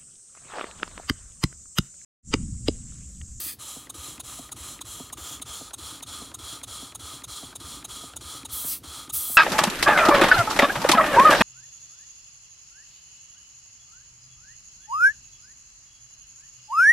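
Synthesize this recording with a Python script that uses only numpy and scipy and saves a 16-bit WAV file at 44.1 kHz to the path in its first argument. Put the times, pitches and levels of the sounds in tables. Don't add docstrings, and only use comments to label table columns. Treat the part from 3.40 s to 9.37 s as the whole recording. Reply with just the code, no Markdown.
import sys
import numpy as np
from scipy import signal
from scipy.fft import rfft, irfft, next_fast_len
from scipy.io import wavfile

SR = 44100
rng = np.random.default_rng(int(sys.argv[2]) if len(sys.argv) > 2 else 0)


def inscribe(sig):
    pcm = np.round(np.clip(np.atleast_2d(sig).T, -1, 1) * 32767)
    wavfile.write(sys.argv[1], SR, pcm.astype(np.int16))


def makeup_ratio(level_db):
    decades = np.asarray(level_db, float) / 20
    return 10 ** decades


N = 263277
TIME = np.arange(N) / SR

# time_s, place (0 side, 1 corner, 2 cylinder end)
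MIC_WALK = [
    (1.55, 0.45),
    (1.8, 1.05),
    (2.15, 0.96),
    (2.35, 2.2),
]

# pitch_hz, level_db (per Hz)
FLOOR = [(30, -56), (55, 5.5), (90, 0), (150, -4), (200, -7.5), (280, -1.5), (450, -13), (1000, -23.5),
         (2200, -28.5), (4000, -22), (8000, -29), (12000, -29), (16000, -41)]
FLOOR_DB = -53
ROOM_DB, ROOM_T60_S = -19.5, 0.19

# start_s, puff_db, bearing_blow_db
REVERSALS = [(-0.153, -29, -10), (0.133, -29, -3), (0.4697, -29.5, -5.5), (0.7797, -28, 3),
             (1.0912, -27, -8), (1.3915, -28.5, 4), (1.6998, -26.5, -5), (1.9984, -27.5, 6),
             (2.3085, -26.5, -9), (2.6069, -29, 0), (2.9154, -28.5, -8.5), (3.2145, -27, 2),
             (3.5228, -28, -8.5), (3.82, -29.5, 4), (4.128, -28, -7), (4.4261, -28, -4),
             (4.7359, -26.5, -6), (5.0317, -28.5, 8), (5.363, -29, -11), (5.6767, -28.5, 9),
             (6.015, -29, -11)]
REVERSAL_S, PUFF_DB, BLOW_DB = np.transpose(REVERSALS)
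END = np.arange(len(REVERSALS)) % 2
# (outer end s, inner end s)
PORT_SHUTS_S, PUFF_S = (.008, .005), (.029, .021)
PORT_OPENS_S, SLACK_S = (.073, .062), (.0835, .0193)

# start_s, level_db
CROSSHEAD = [(0.3673, 0), (0.9943, 5), (1.6039, 7.5), (2.214, 4), (2.821, 1), (3.4283, 1), (4.0335, 2.5),
             (4.639, 0), (5.2468, 1), (5.9009, 1)]
# delay_s, pitch_hz, level_db, rise_s, t60_s
OUTER_BLOWS = [(-.062, 253, -53, .003, 0.056), (-.027, 99.6, -35, 0.0014, 0.068),
               (-.009, 104, -40, 0.0044, 0.067), (-.002, 322, -33, 0.0017, 0.048),
               (0.026, 74, -27, 0.0084, 0.12), (0.129, 298, -35, .003, .06),
               (.128, 129.4, -37, 0.0041, 0.095), (.127, 625, -44, .002, 0.026),
               (0.158, 294, -39, 0.001, 0.05)]
# delay_s, pitch_hz, level_db, rise_s, t60_s
INNER_BLOWS = [(-.016, 273, -38.5, 0.0017, 0.043), (.006, 90, -65, .004, .05),
               (.029, 107, -41, 0.0044, 0.12), (0.046, 106, -46.5, .004, 0.082),
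               (.076, 68.5, -38.5, 0.0028, 0.088)]
# delay_s, pitch_hz, level_db, rise_s, t60_s
CROSSHEAD_BLOWS = [(0.0, 261, -32.5, .003, .05), (.003, 150, -41, .004, .06), (-.005, 690, -37, .0015, .03),
                   (-.003, 450, -39, .002, .03), (-.006, 950, -43, .001, .025), (.03, 113, -43, .004, .06)]

# time_s, pressure_db, lowest_pitch_hz (a wider hole sounds lower)
JETS = [
    [(0.0, -37.5, 4600), (0.06, -38.5, 4700), (0.098, -39.5, 3760), (0.134, -45, 4100), (0.17, -74, 4200)],
    [(0.19, -75, 11000), (0.22, -69, 11000), (0.4, -63, 11000), (0.46, -73, 11000)],
    [(5.099, -82, 10000), (5.115, -48, 10000), (5.131, -36.5, 6750), (5.25, -36.5, 7150),
     (5.319, -33, 4890), (5.357, -40, 3550), (5.385, -48, 4770), (5.41, -79, 5000)],
    [(5.43, -75, 11000), (5.46, -66, 11090), (5.62, -61, 10900), (5.67, -75, 11100)],
    [(5.722, -55, 6920), (5.738, -31, 6440), (5.756, -29, 6800), (5.862, -34.5, 7700), (5.91, -35, 8500),
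     (5.97, -31.5, 8300)],
]
# pitch_hz, width_hz, level_db
COCK_BORE = [(2000, 250, -1), (5000, 500, 1)]
# pitch_hz, level_db (per band)
JET_COLOUR = [(2000, -5), (4000, -8), (7000, -7.1), (10000, 2), (13000, 3), (16000, 1)]
COCK_BORE_DB = 1
JET_FALL_DB_PER_OCTAVE = 14

TICK_DB = [(-45, -42.5, -42), (-43, -42.5, -42.5)]
TICK_HZ = [(2050, 1800, 1545), (2000, 2120, 2125)]
TICK_DROP, TICK_DROP_S = .9, .004

# pitch_hz, width_hz, level_db
PUFF_HIGH = [(6413, 150, 1.5), (6820, 250, 1.5), (8200, 760, -6), (8880, 250, 3.5), (10040, 690, -1.5),
             (10220, 99, 6), (12900, 57, -10), (15600, 1400, -19)]
# pitch_hz, width_hz, level_db
PUFF_MID = [(2950, 630, -10.0), (3616, 224, 1.5), (3870, 213, 0.5)]
# pitch_hz, width_hz, level_db
PUFF_LOW = [(793, 530, -2.5), (1017, 290, 1)]
PUFF_LENGTH_S, PUFF_MID_DB, PUFF_LOW_DB = 0.016, (-16, -12), (-15.5, -14.5)
PUFF_RISE = 0.82

# stroke_share, flow_db
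ROD_END = [(0, -22), (.035, 3.5), (.12, 2.5), (.4, 7.5), (.65, 7.5), (.8, 1.5), (.93, -4.5), (1, -24)]
# stroke_share, flow_db
COVER_END = [(0, -7), (0.033, 5), (.12, 8.5), (.35, 10), (0.552, 7), (.8, 2), (0.929, -2.5), (0.999, -21)]
# pitch_hz, width_hz, level_db
PIPE_SIDE = [(2985, 24, -18.5), (3630, 91, -5), (3950, 270, 2.5), (4227, 83, 2), (6330, 76, 4),
             (6950, 310, 7), (7840, 240, 4), (8970, 72, 8), (9130, 780, 10.5), (9620, 200, -10),
             (10500, 390, -0.5), (11380, 190, -6), (12200, 150, -1),
             (4920, 98, -3), (5780, 340, -12)]
# pitch_hz, width_hz, level_db
PIPE_CORNER = [(3306, 180, 2), (4254, 68, -4), (5140, 33, -7.5), (5890, 82, -7.5), (7260, 460, 7.5),
               (7440, 59, 10), (8080, 33, 11.5), (9280, 230, 9), (10000, 410, 4), (11500, 41, -28),
               (12400, 39, 4)]
# pitch_hz, width_hz, level_db
PIPE_END = [(3680, 250, -11), (3273, 104, -1), (3482, 35, -4.5), (4120, 240, -4.5), (5320, 72, -9.5),
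            (5760, 170, -12.5), (7110, 99, 3.5), (8330, 220, 3.5), (9870, 280, 5), (10300, 94, 3),
            (10720, 27, 5), (11200, 52, -3.5), (12140, 300, -6), (11830, 28, -23)]
# pitch_hz, width_hz, level_db
PIPE_BASS = [(1228, 62, 0), (1400, 150, -12)]
# pitch_hz, width_hz, level_db
PIPE_TOP = [(13400, 400, -20), (15100, 1200, 6)]
# pitch_hz, level_db (per Hz)
HISS = [(250, -18.5), (400, -11.5), (700, -11), (1000, -6.5), (1500, -11.5), (1900, -14), (2600, -4.5),
        (3300, -12.5), (4800, -11), (7000, -1), (10000, 0), (12000, -5), (13800, -23), (15300, -19.5)]
# side_db, corner_db, end_db
EXHAUST_DB = [(-40.5, -35.5, -36.5), (-42.5, -38, -38.5)]
TILT_DB, PIPE_BASS_DB = (2.6, -5, -5), (-19, -17, -16)
TOP_DB = [(-19, -14.5, -18), (-17, -18.5, -19.5)]
VENT_LOSS_DB = 5


def rms_one(x):
    return x / np.sqrt(np.mean(x ** 2) + 1e-20)


def coloured(points):
    size = next_fast_len(N)
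    hz, db = np.transpose(points)
    bins_hz = np.arange(size // 2 + 1) * SR / size
    shape = makeup_ratio(np.interp(np.log(bins_hz + 1), np.log(hz), db))
    return rms_one(irfft(rfft(rng.standard_normal(size)) * shape, size)[:N])


def drift(rate):
    r = np.exp(-2 * np.pi * rate * 20 / SR)
    slow = signal.lfilter([1], [1, -2 * r, r * r], rng.standard_normal(N // 20 + 2002))[2000:]
    return np.interp(np.arange(N) / 20, np.arange(len(slow)), rms_one(slow))


def resonate(x, peaks, widen=1.24):
    out, power = 0, 0
    for k, (hz, width, db) in enumerate(peaks):
        r = np.exp(-np.pi * width * widen / SR)
        gain = (1 - r * r) / 2
        poles = [1, -2 * r * np.cos(2 * np.pi * hz / SR), r * r]
        mode = signal.lfilter(gain * np.array([1, 0, -1]), poles, x + 1e-18)
        out = out + (-1) ** k * makeup_ratio(db) * mode
        power += makeup_ratio(2 * db) * gain
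    return out / np.sqrt(power)


def band(x, low_hz, high_hz):
    return signal.sosfilt(signal.butter(3, [low_hz, high_hz], "band", fs=SR, output="sos"), x)


def struck(hz, rise, t60, length):
    t = np.arange(round(length * SR)) / SR
    return np.sin(2 * np.pi * hz * t) * (1 - np.exp(-t / rise)) * makeup_ratio(-60 * t / t60)


def add(out, s, wave):
    start = round(s * SR)
    part = wave[max(0, -start):max(0, N - start)]
    out[max(0, start):max(0, start) + len(part)] += part


def seen(values, s):
    return np.interp(np.interp(s, *np.transpose(MIC_WALK)), [0, 1, 2], values)


def sealed():
    def cock_open(s):
        return any(jet[0][0] <= s <= jet[-1][0] for jet in JETS)
    return [k for k, s in enumerate(REVERSAL_S) if 0 < s < TIME[-1] and not cock_open(s)]


def centres(end):
    return list(zip(REVERSAL_S[end::2] + SLACK_S[end], BLOW_DB[end::2]))


def room_tone():
    return makeup_ratio(FLOOR_DB + 1.32 * drift(4.2)) * coloured(FLOOR)


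def workshop(x):
    t = np.arange(round(.3 * SR)) / SR
    tail = rng.standard_normal(len(t)) * makeup_ratio(-60 * t / ROOM_T60_S) * (t > .004)
    tail = tail / np.sqrt(np.sum(tail ** 2))
    return signal.fftconvolve(x, band(tail, 760, 14000))[:N]


def crosshead_rattle():
    out, t = np.zeros(N), np.arange(4000) / SR
    for marks, delay in [(CROSSHEAD, -.004), (centres(0), .127)]:
        grits = rng.standard_normal((len(marks), 4000))
        for (s, blow_db), grit in zip(marks, grits):
            rattle = band(grit * makeup_ratio(-60 * t / .1), 170, 850)
            add(out, s + delay, rattle * makeup_ratio(blow_db * .5 - 33))
    return out


def bearings():
    out = np.zeros(N)
    sources = [(centres(0), OUTER_BLOWS), (centres(1), INNER_BLOWS), (CROSSHEAD, CROSSHEAD_BLOWS)]
    for marks, blows in sources:
        scatter = rng.standard_normal((len(marks), len(blows)))
        for (s, blow_db), row in zip(marks, scatter):
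            for (delay, hz, db, rise, t60), chance in zip(blows, row):
                level = makeup_ratio(db + .5 * blow_db + chance)
                add(out, s + delay, struck(hz, rise, t60, .2) * level)
    return out


def drain_cock():
    pressure, lowest = np.zeros(N), np.full(N, 1e4)
    for rows in JETS:
        s, db, hz = np.transpose(rows)
        now = (TIME >= s[0]) & (TIME <= s[-1])
        pressure[now] = makeup_ratio(np.interp(TIME[now], s, db))
        lowest[now] = np.interp(TIME[now], s, hz)
    drops = rng.random(N) < 400 / SR
    drop_size = makeup_ratio(3 * np.minimum(rng.exponential(1, N), 2) + 3)
    spit = drops * drop_size * rng.choice([-1, 1], N)
    jet = (rng.standard_normal(N) + spit) * makeup_ratio(0.36 * drift(60) + 1.1 * drift(13))

    def reach(hz):
        return makeup_ratio(-JET_FALL_DB_PER_OCTAVE * np.maximum(np.log2(lowest / hz), 0))

    bore = reach(3900) ** 2 * resonate(jet, COCK_BORE)
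    out = makeup_ratio(COCK_BORE_DB) * seen((1, 0, 0), TIME) * bore
    colour_hz, colour_db = np.transpose(JET_COLOUR)
    edges = np.geomspace(1600, 18000, 10)
    for low_hz, high_hz in zip(edges, edges[1:]):
        hz = np.sqrt(low_hz * high_hz)
        level = makeup_ratio(np.interp(np.log(hz), np.log(colour_hz), colour_db))
        out += level * reach(hz) * rms_one(band(jet, low_hz, high_hz))
    return pressure * out


def valve():
    out, t = np.zeros(N), np.arange(1800) / SR
    grit = rng.standard_normal((len(sealed()), 2, 1800))
    for k, (crack, rattle) in zip(sealed(), grit):
        s = REVERSAL_S[k]
        db, hz = seen(TICK_DB[END[k]], s), seen(TICK_HZ[END[k]], s)
        wave = struck(hz, .0004, .018, 1800 / SR) * makeup_ratio(3.0)
        wave[90:] += struck(.64 * hz, .001, .025, 1710 / SR) * makeup_ratio(-5.0)
        bent_t = t - TICK_DROP * TICK_DROP_S * np.exp(-t / TICK_DROP_S)
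        wave += np.sin(2 * np.pi * hz * .7 * bent_t) * makeup_ratio(-4 - 60 * t / .03)
        wave += band(crack * makeup_ratio(-60 * t / .015), 900, 4000) * makeup_ratio(9.0)
        swell = (1 - np.exp(-t / 0.00085)) * makeup_ratio(-60 * t / 0.069)
        wave += band(rattle * swell, 335, 1560) * makeup_ratio([9.0, 4.0][END[k]])
        add(out, s, wave * makeup_ratio(db))
    return out


def puffs():
    gates = np.zeros((4, N))
    for k in sealed():
        end = END[k]
        s = REVERSAL_S[k] + PUFF_S[end]
        start = round((s - .01) * SR)
        now = slice(start, start + 2600)
        t = (TIME[now] - s + 0.0053) / PUFF_LENGTH_S
        parts_db = [0, PUFF_MID_DB[end], PUFF_LOW_DB[end], PUFF_LOW_DB[end]]
        shapes = zip(gates, [0.5, 0.56, 0.33, .8], [0.49, 0.59, 0.38, 0.41], parts_db)
        for gate, centre, spread, part_db in shapes:
            away = np.abs((t - centre) / spread / np.where(t < centre, PUFF_RISE, 1))
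            gate[now] += np.exp(-away ** 2.5) * makeup_ratio(PUFF_DB[k] + part_db)
    noise = rng.standard_normal((4, N)) * gates
    high = resonate(noise[0], PUFF_HIGH, widen=1.3) + makeup_ratio(-15.0) * band(noise[0], 4500, 16000)
    mid = resonate(noise[1], PUFF_MID, widen=1.58)
    low = makeup_ratio(6.5) * resonate(noise[2], PUFF_LOW) + makeup_ratio(-5.0) * resonate(noise[3], PIPE_BASS, widen=2.0)
    return makeup_ratio(-4.0) * high + makeup_ratio(3.5) * mid + low


def exhaust():
    flow = np.full(N, -60.)
    opening = REVERSAL_S[:-1] + np.take(PORT_OPENS_S, END[:-1])
    shutting = REVERSAL_S[1:] + np.take(PORT_SHUTS_S, END[1:])
    for k, (opens, shuts) in enumerate(zip(opening, shutting)):
        now = (TIME >= opens - .008) & (TIME < shuts + .01)
        share, shape = np.transpose([ROD_END, COVER_END][k % 2])
        flow[now] = np.interp((TIME[now] - opens + .008) / (shuts - opens + .018), share, shape)
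    inner = END[np.clip(np.searchsorted(opening - .01, TIME) - 1, 0, None)]

    def by_end(ends):
        return np.where(inner, seen(ends[1], TIME), seen(ends[0], TIME))

    level = by_end(EXHAUST_DB) - VENT_LOSS_DB * (TIME < JETS[0][-1][0])
    top, tilt = by_end(TOP_DB), seen(TILT_DB, TIME)
    place = np.interp(TIME, *np.transpose(MIC_WALK))
    jet = rng.standard_normal((2, N))
    full = makeup_ratio(level + flow + 0.83 * drift(24))
    lagging = makeup_ratio(level + np.where(flow > -59, 0.56 * flow, flow) + 1.2 * drift(23))

    pipe = 0
    for k, peaks in enumerate([PIPE_SIDE, PIPE_CORNER, PIPE_END]):
        nearness = np.sqrt(np.clip(1 - abs(place - k), 0, 1))
        pipe = pipe + nearness * resonate(jet[0] * full, peaks)
    hiss = coloured(HISS)
    air = makeup_ratio(-1.5) * pipe + makeup_ratio(-7.0) * hiss * full

    low = makeup_ratio(seen(PIPE_BASS_DB, TIME)) * resonate(jet[1] * lagging, PIPE_BASS)
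    low += makeup_ratio(-4.0) * band(hiss * lagging, 243, 2110)
    low += makeup_ratio(-11.0) * np.clip(1 - place, 0, 1) * band(jet[1] * lagging, 980, 3600)
    middle = band(band(air, 2894, 7900), 2800, 5690)
    bright = band(air, 4730, 12150) * makeup_ratio(tilt - 6.5)
    air_top = air + makeup_ratio(-17.5) * resonate(jet[1] * full, PIPE_TOP)
    edge = band(air_top, 12100, 20800) * makeup_ratio(top + 6.5 + 0.08 * np.maximum(flow, -20))
    return low + middle + bright + edge


def scene():
    air = exhaust() + puffs() + valve() + drain_cock()
    bench = bearings() + crosshead_rattle()
    mono = air + makeup_ratio(ROOM_DB) * workshop(air) + bench + room_tone()
    return np.array([mono, mono])


def low_pass(x):
    return signal.sosfilt(signal.butter(12, 16930, fs=SR, output="sos"), x)


def record(dry):
    rounded = .2 * np.tanh(dry / .2)
    top_cut = signal.ellip(10, .5, 70, 15800, fs=SR, output="sos")
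    rumble_cut = signal.butter(2, 40, "high", fs=SR, output="sos")
    mix = signal.sosfilt(rumble_cut, signal.sosfilt(top_cut, rounded))
    return low_pass(mix)


dry = scene()
out = record(dry)
inscribe(out)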